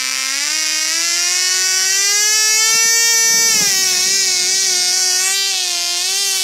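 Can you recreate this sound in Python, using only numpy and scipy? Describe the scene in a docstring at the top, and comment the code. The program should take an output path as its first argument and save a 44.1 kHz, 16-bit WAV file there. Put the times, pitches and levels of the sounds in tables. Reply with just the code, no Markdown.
"""A tiny two-stroke glow engine clamped to a workbench, the microphone close beside it and overdriven
by the exhaust cracks, one per revolution. It starts rich, firing strong and weak by turns, and rasps.
Leaned out by its needle valve, it climbs and sings cleanly at its peak, about 3 s in. The microphone
catches the propeller wash and moves round to the front as the engine sags and hunts; for the last
second it is above the engine."""
import sys
import numpy as np
from scipy import signal
from scipy.fft import rfft, irfft
from scipy.io import wavfile
from scipy.ndimage import uniform_filter1d, map_coordinates

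SR = 44100
rng = np.random.default_rng(int(sys.argv[2]) if len(sys.argv) > 2 else 0)


def pcm_store(signal):
    """Save signal as 16-bit PCM."""
    levels = np.round(np.clip(np.atleast_2d(signal), -1, 1) * 32767)
    wavfile.write(sys.argv[1], SR, levels.astype(np.int16).T)


N = 283563
TIME = np.arange(N) / SR


def crankshaft(speed, flutter, rich_flutter):
    """Revolutions turned so far; the speed flutters, more so when the burn is uneven."""
    depth = flutter + rich_flutter * unevenness(speed)
    return np.cumsum(speed * (1 + depth * drift(40))) / SR


def unevenness(speed):
    """A rich mixture burns unevenly (0-1) and runs slowly; rougher as it sags, smoother as it picks up."""
    # the hunting engine catches and fires more evenly: middle_s, length_s
    catches = [(3.79, 0.062), (5.393, 0.12)]
    clean_hz, clean_width_hz, inertia_s = 400, 12, .045
    drive = speed + inertia_s * SR * np.gradient(speed)  # the speed lags the burn
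    ragged = 1 / (1 + np.exp((drive - clean_hz) / clean_width_hz))
    caught = sum(spell(s, length) for s, length in catches)
    depth = .66 - .85 * octaves(drive)
    return np.clip(.05 + ragged * (1 - .74 * caught) * depth, 0, 1)


def firings(turns, richness, misfire_db, lag_s, jitter_s, jet_db, jet_s):
    """One crack per revolution as the port opens, each trailed by a short turbulent jet."""
    at = np.interp(np.arange(np.ceil(turns[-1])), turns, np.arange(N))
    rich = richness[at.astype(int)]
    chance = rng.standard_normal((len(at), 2))
    # a strong burn leaves spent gas that spoils the next one: strong and weak alternate
    spoiled = rms_one(signal.lfilter([1], [1, .6, -.22], chance[:, 0]))
    # the richer the mixture, the more often and the worse the charges fail
    weakness = np.sqrt(rich) * np.tanh(np.maximum(spoiled + rich - .75, 0)) * np.minimum(4 * rich, 1)
    at = at + SR * (lag_s * weakness + jitter_s * rich * chance[:, 1])  # weak charges leave late
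    cracks = clicks(at, from_db(-misfire_db * weakness))
    tails = signal.lfilter([1], [1, -np.exp(-1 / (jet_s * SR))], cracks)
    jet = tails * rng.standard_normal(N)
    return rms_one(cracks) + from_db(jet_db) * richness * rms_one(jet)


def exhaust(turns, speed, shares):
    """The cracks ring in cylinder and port; their colour depends on where the microphone is."""
    # one crack from beside, in front and above: frequency_hz, level_db
    beside_colour = [(200, -73), (850, -17.5), (1150, -13.5), (1400, -10.5), (1800, -3.5), (2400, -4),
                     (3000, -9.5), (3800, -12), (4950, -1), (5350, -2.5), (5850, 3.5), (6400, -5.5),
                     (7200, -2), (9100, -15.5), (10800, -14), (12200, -22), (13700, -16), (15700, -25)]
    front_colour = [(200, -57.5), (850, -10), (1150, -15.5), (1600, -6.5), (2250, -4.5), (3000, -10),
                    (4400, -5), (5650, 2), (6600, -2.5), (7400, -5), (8700, -13), (10600, -16),
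                    (12500, -22.5), (15700, -29)]
    above_colour = [(200, -52.5), (850, -8.5), (1150, -13.5), (1600, -10), (2300, -2.5), (3500, -5.5),
                    (4600, -2), (6400, -3), (7300, -6.5), (8200, -8), (12300, -14.5), (15700, -27)]
    pulses = firings(turns, unevenness(speed), misfire_db=11, lag_s=.000012, jitter_s=.00001,
                     jet_db=-11.5, jet_s=.0015)
    beside = smeared(coloured(pulses, beside_colour), hz=6250, width_hz=3770)
    front = smeared(coloured(pulses, front_colour), hz=6560, width_hz=17000)
    above = smeared(coloured(pulses, above_colour), hz=6100, width_hz=11500)
    cracks = hollow(np.sum(shares * [beside, front, above], axis=0), width_share=.16)
    in_room = workshop(glance(cracks), bench_db=-11.5, room_db=-9, room_t60_s=.18)
    return exhaust_bands(in_room, speed, shares)


def exhaust_bands(sound, speed, shares):
    """Low bark, middle whine and top sizzle; the whine grows louder and sharper with speed."""
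    # the bark: time_s, level_db
    bark_curve = [(0, -25.5), (1.05, -25.5), (2.0, -23), (2.8, -19.5), (3.4, -21.5), (3.8, -25),
                  (4.55, -27.5), (5.1, -29), (5.28, -21.5), (5.58, -32.5), (6.43, -30)]
    # the whine at cruising speed: beside_db, front_db, above_db
    cruise_db = [-15.3, -14, -17.5]
    # the sizzle: time_s, level_db
    sizzle_curve = [(0, -31.5), (2.0, -28.5), (2.8, -27.5), (3.75, -24.5), (4.4, -29), (5.15, -26.5),
                    (5.28, -22.5), (5.42, -32.5), (5.95, -32), (6.3, -25)]
    bark_hz, treble_hz, sizzle_hz = 2900, 4860, 8500
    rise_db = 10.5 * octaves(speed)
    bark, below_treble, below_top = (lows(sound, hz) for hz in (bark_hz, treble_hz, sizzle_hz))
    whine = below_treble - bark + from_db(rise_db) * (below_top - below_treble)
    # a short wash of dense echoes softens the top sizzle
    top = sound - below_top
    sizzle = .5 * top + convolve(top, reflections(0, .065))
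    levels_db = in_time(bark_curve)[0], cruise_db @ shares + rise_db, in_time(sizzle_curve)[0]
    bands = bark, whine, sizzle
    return sum(from_db(db) * band / local_rms(band) for db, band in zip(levels_db, bands))


def smeared(x, hz, width_hz):
    """All-pass: the ring near hz takes a moment to build up."""
    radius = np.exp(-np.pi * width_hz / SR)
    poles = [1, -2 * radius * np.cos(2 * np.pi * hz / SR), radius * radius]
    return signal.lfilter(poles[::-1], poles, x)


def hollow(x, width_share):
    """Hollow rings and notches swell and fade in the exhaust, most of them as the microphone moves."""
    # rings and notches: middle_s, length_s, centre_hz, lift_db
    hollows = [(.8, 2.2, 13800, -10), (2.8, 1.4, 4940, -2.5), (3.756, 0.35, 5750, 1.5),
               (4.45, .3, 8100, 2.5), (4.8, 0.21, 6400, 0.5), (5.06, 0.26, 3640, -13),
               (5.282, 0.14, 7500, 11), (5.404, 0.15, 4100, 9), (5.436, 0.12, 6200, -4),
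               (5.578, .12, 3220, 5.5)]
    for s, length, hz, lift_db in hollows:
        edges = hz * (1 + width_share / 2 * np.array([-1, 1]))
        band = signal.sosfilt(signal.butter(1, edges, "band", fs=SR, output="sos"), x)
        x = x + (from_db(lift_db * spell(s, length)) - 1) * band
    return x


def hum(turns, speed, shares, rise_db_per_octave, waver_db):
    """The first two orders stay smooth however a charge burns; the first grows with speed and wavers."""
    # first order at cruising speed: beside_db, front_db, above_db
    cruise_db = [-40.3, -38, -41]
    # second order: time_s, level_db
    second_curve = [(0, -51), (1.3, -42.5), (1.7, -53), (2.2, -57), (3.1, -35.5), (3.7, -38), (4.3, -42),
                    (5.1, -34), (6.43, -38.5)]
    angle = 2 * np.pi * turns
    first_db = cruise_db @ shares + rise_db_per_octave * octaves(speed) + waver_db * drift(16)
    first = from_db(first_db) * np.sin(angle)
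    second = from_db(in_time(second_curve)[0]) * np.sin(2 * angle)
    return np.sqrt(2) * (first + second)


def propeller(speed, lumpy_db, hiss_db, puff_s):
    """Propeller air rumbles on the microphone in lumps; the blades hiss more with speed."""
    # wash, strongest as the microphone crosses the airstream: time_s, level_db
    wash_curve = [(0, -74), (1.9, -59), (3.15, -47.5), (3.4, -34), (3.8, -41), (4.4, -43), (5.05, -49),
                  (5.3, -58), (6.43, -57)]
    # puffs of wash: middle_s, level_db
    buffets = [(2.75, -36), (2.86, -40), (3.619, -28.5)]
    # wash rumble, then blade and intake hiss: frequency_hz, level_db
    wash_colour = [(20, -11), (60, -10), (100, -12), (145, 0), (200, 2.5), (300, -4.5), (500, -6.5),
                   (900, -13), (2000, -26), (6000, -65)]
    hiss_colour = [(60, -66), (130, -37), (300, -0.5), (700, -2), (2700, 6), (3600, 8), (4500, -13.5),
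                   (8000, -7), (15000, -33)]
    stream = from_db(in_time(wash_curve)[0] + lumpy_db * drift(25))
    puffs = sum(from_db(db) * np.exp(-((TIME - s) / puff_s) ** 2) for s, db in buffets)
    rumble = (stream + puffs) * coloured(rng.standard_normal(N), wash_colour)
    hiss = from_db(hiss_db) * speed / speed.max() * coloured(rng.standard_normal(N), hiss_colour)
    return rumble + hiss


def microphone_shares():
    """The microphone moves round the engine: the share of each place at every sample."""
    # its path: time_s, place (0 beside, 1 in front, 2 above)
    path = [(0, 0), (3.5, 0), (4.1, 1), (5.15, 1), (5.35, 2)]
    place, = in_time(path)
    return np.array([np.maximum(1 - abs(place - k), 0) for k in range(3)])


def glance(x):
    """The nearest surface adds one quick echo."""
    # the echo: time_s, delay_ms, gain
    echo = [(0, 0.87, 0.13), (3.9, 0.49, 0.01), (4.2, 0.44, 0.21), (4.85, 0.49, 0.07), (5.35, .23, 0.03),
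            (5.6, .37, 0)]
    delay_ms, gain = in_time(echo)
    return x + gain * map_coordinates(x, [(TIME - delay_ms / 1000) * SR], order=3)


def workshop(x, bench_db, room_db, room_t60_s):
    """Bench clutter and walls answer each crack; the pattern changes as the microphone moves."""
    places_s = [0, 1.6, 3.4, 4, 4.4, 5.1, 5.5, 6.4]
    out = x
    for here in np.eye(len(places_s)):
        bench = from_db(bench_db) * reflections(.00057, .019)
        walls = from_db(room_db) * reflections(.005, room_t60_s)
        out = out + np.sqrt(np.interp(TIME, places_s, here)) * convolve(x, bench + walls)
    return out


def reflections(first_s, t60_s):
    """Dense echoes that start after first_s and die away; energy 1."""
    t = np.arange(SR // 3) / SR
    echoes = rng.standard_normal(len(t)) * (t > first_s) * from_db(-60 * t / t60_s)
    return echoes / np.sqrt(np.sum(echoes ** 2))


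def octaves(speed, cruise_hz=380):
    """Speed in octaves above cruising speed."""
    return np.log2(speed / cruise_hz)


def spell(s, length):
    """A soft-edged window of height 1 around time s."""
    return np.exp(-(2 * (TIME - s) / length) ** 4)


def drift(per_s):
    """Smooth random wander; rms 1."""
    knots = rng.standard_normal(int(N / SR * per_s) + 2)
    return rms_one(map_coordinates(knots, [TIME * per_s], order=3, mode="nearest"))


def clicks(at, heights, size=8):
    """Band-limited clicks placed between samples."""
    index = at.astype(int)[:, None] + np.arange(1 - size, size + 1)
    offset = index - at[:, None]
    shape = np.sinc(offset) * np.sinc(offset / size)
    return np.bincount(np.clip(index, 0, N - 1).ravel(), (heights[:, None] * shape).ravel(), N)


def coloured(x, spectrum, size=4096):
    """Minimum-phase filter with the outline frequency_hz, level_db; the result has rms 1."""
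    hz, db = np.transpose(spectrum)
    grid = np.maximum(np.fft.rfftfreq(size, 1 / SR), 1)
    gain = from_db(np.interp(np.log(grid), np.log(hz), db))
    cepstrum = irfft(np.log(gain))
    cepstrum[1:size // 2] *= 2
    cepstrum[size // 2 + 1:] = 0
    return rms_one(convolve(x, irfft(np.exp(rfft(cepstrum)))))


def lows(x, hz):
    """What lies below hz, with no delay."""
    return signal.sosfiltfilt(signal.butter(4, hz, fs=SR, output="sos"), x)


def local_rms(x, size=1400):
    """Level over about a dozen revolutions."""
    power = uniform_filter1d(uniform_filter1d(x ** 2, size), size // 2)
    return np.sqrt(np.abs(power) + 1e-14)


def convolve(x, response):
    """Pass x through an impulse response."""
    return signal.fftconvolve(x, response)[:N]


def in_time(rows):
    """Each column of a curve at every sample."""
    s, *columns = np.transpose(rows)
    return [np.interp(TIME, s, c) for c in columns]


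def rms_one(x):
    """Scale to an rms of 1."""
    return x / np.sqrt(np.mean(x ** 2) + 1e-20)


def from_db(db):
    """Decibels to gain."""
    return 10 ** (np.asarray(db) / 20)


def scene():
    """Exhaust, hum and propeller follow the crankshaft; one microphone feeds both channels."""
    # crankshaft speed: time_s, revolutions_per_s
    speed_curve = [(0.0, 258.0), (0.29, 265.1), (0.55, 311.5), (0.62, 313.9), (0.7, 309.0), (0.88, 314.8),
                   (0.97, 331.0), (1.07, 340.7), (1.14, 343.2), (1.38, 364.3), (1.57, 370.9), (1.84, 376.4),
                   (2.35, 431.0), (2.54, 433.9), (2.74, 450.9), (3.1, 460.8), (3.17, 454.1), (3.47, 456.5),
                   (3.74, 380.6), (3.81, 381.2), (3.97, 363.3), (4.12, 386.3), (4.17, 393.0), (4.32, 367.8),
                   (4.44, 360.7), (4.49, 374.4), (4.6, 386.7), (4.66, 380.4), (4.75, 362.6), (4.89, 362.2),
                   (4.98, 374.2), (5.12, 365.2), (5.19, 370.1), (5.35, 390.9), (5.5, 390.2), (5.55, 375.5),
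                   (5.66, 359.8), (5.77, 347.9), (6.0, 354.1), (6.09, 378.8), (6.21, 398.0), (6.43, 373.9)]
    speed = uniform_filter1d(in_time(speed_curve)[0], size=700)
    turns = crankshaft(speed, flutter=.0009, rich_flutter=.0005)
    shares = microphone_shares()
    air = propeller(speed, lumpy_db=1.6, hiss_db=-39, puff_s=.018)
    cracks = exhaust(turns, speed, shares)
    sound = cracks + hum(turns, speed, shares, rise_db_per_octave=12.5, waver_db=1.4) + air
    return np.array([sound, sound])


def record(dry):
    """The close, overdriven microphone flattens the tallest cracks; bass and top are cut."""
    oversampled = signal.resample_poly(dry, 2, 1, axis=1)
    ceiling = np.where(oversampled > 0, .6, .68)
    clipped = oversampled / (1 + (oversampled / ceiling) ** 8) ** (1 / 8)
    flattened = signal.resample_poly(clipped, 1, 2, axis=1)
    thinned = signal.sosfilt(signal.butter(2, [95, 14000], "band", fs=SR, output="sos"), flattened)
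    top_cut = signal.firwin(601, cutoff=15750, fs=SR)
    return signal.fftconvolve(thinned, top_cut[None], "same", axes=1)


dry = scene()
out = record(dry)
pcm_store(out)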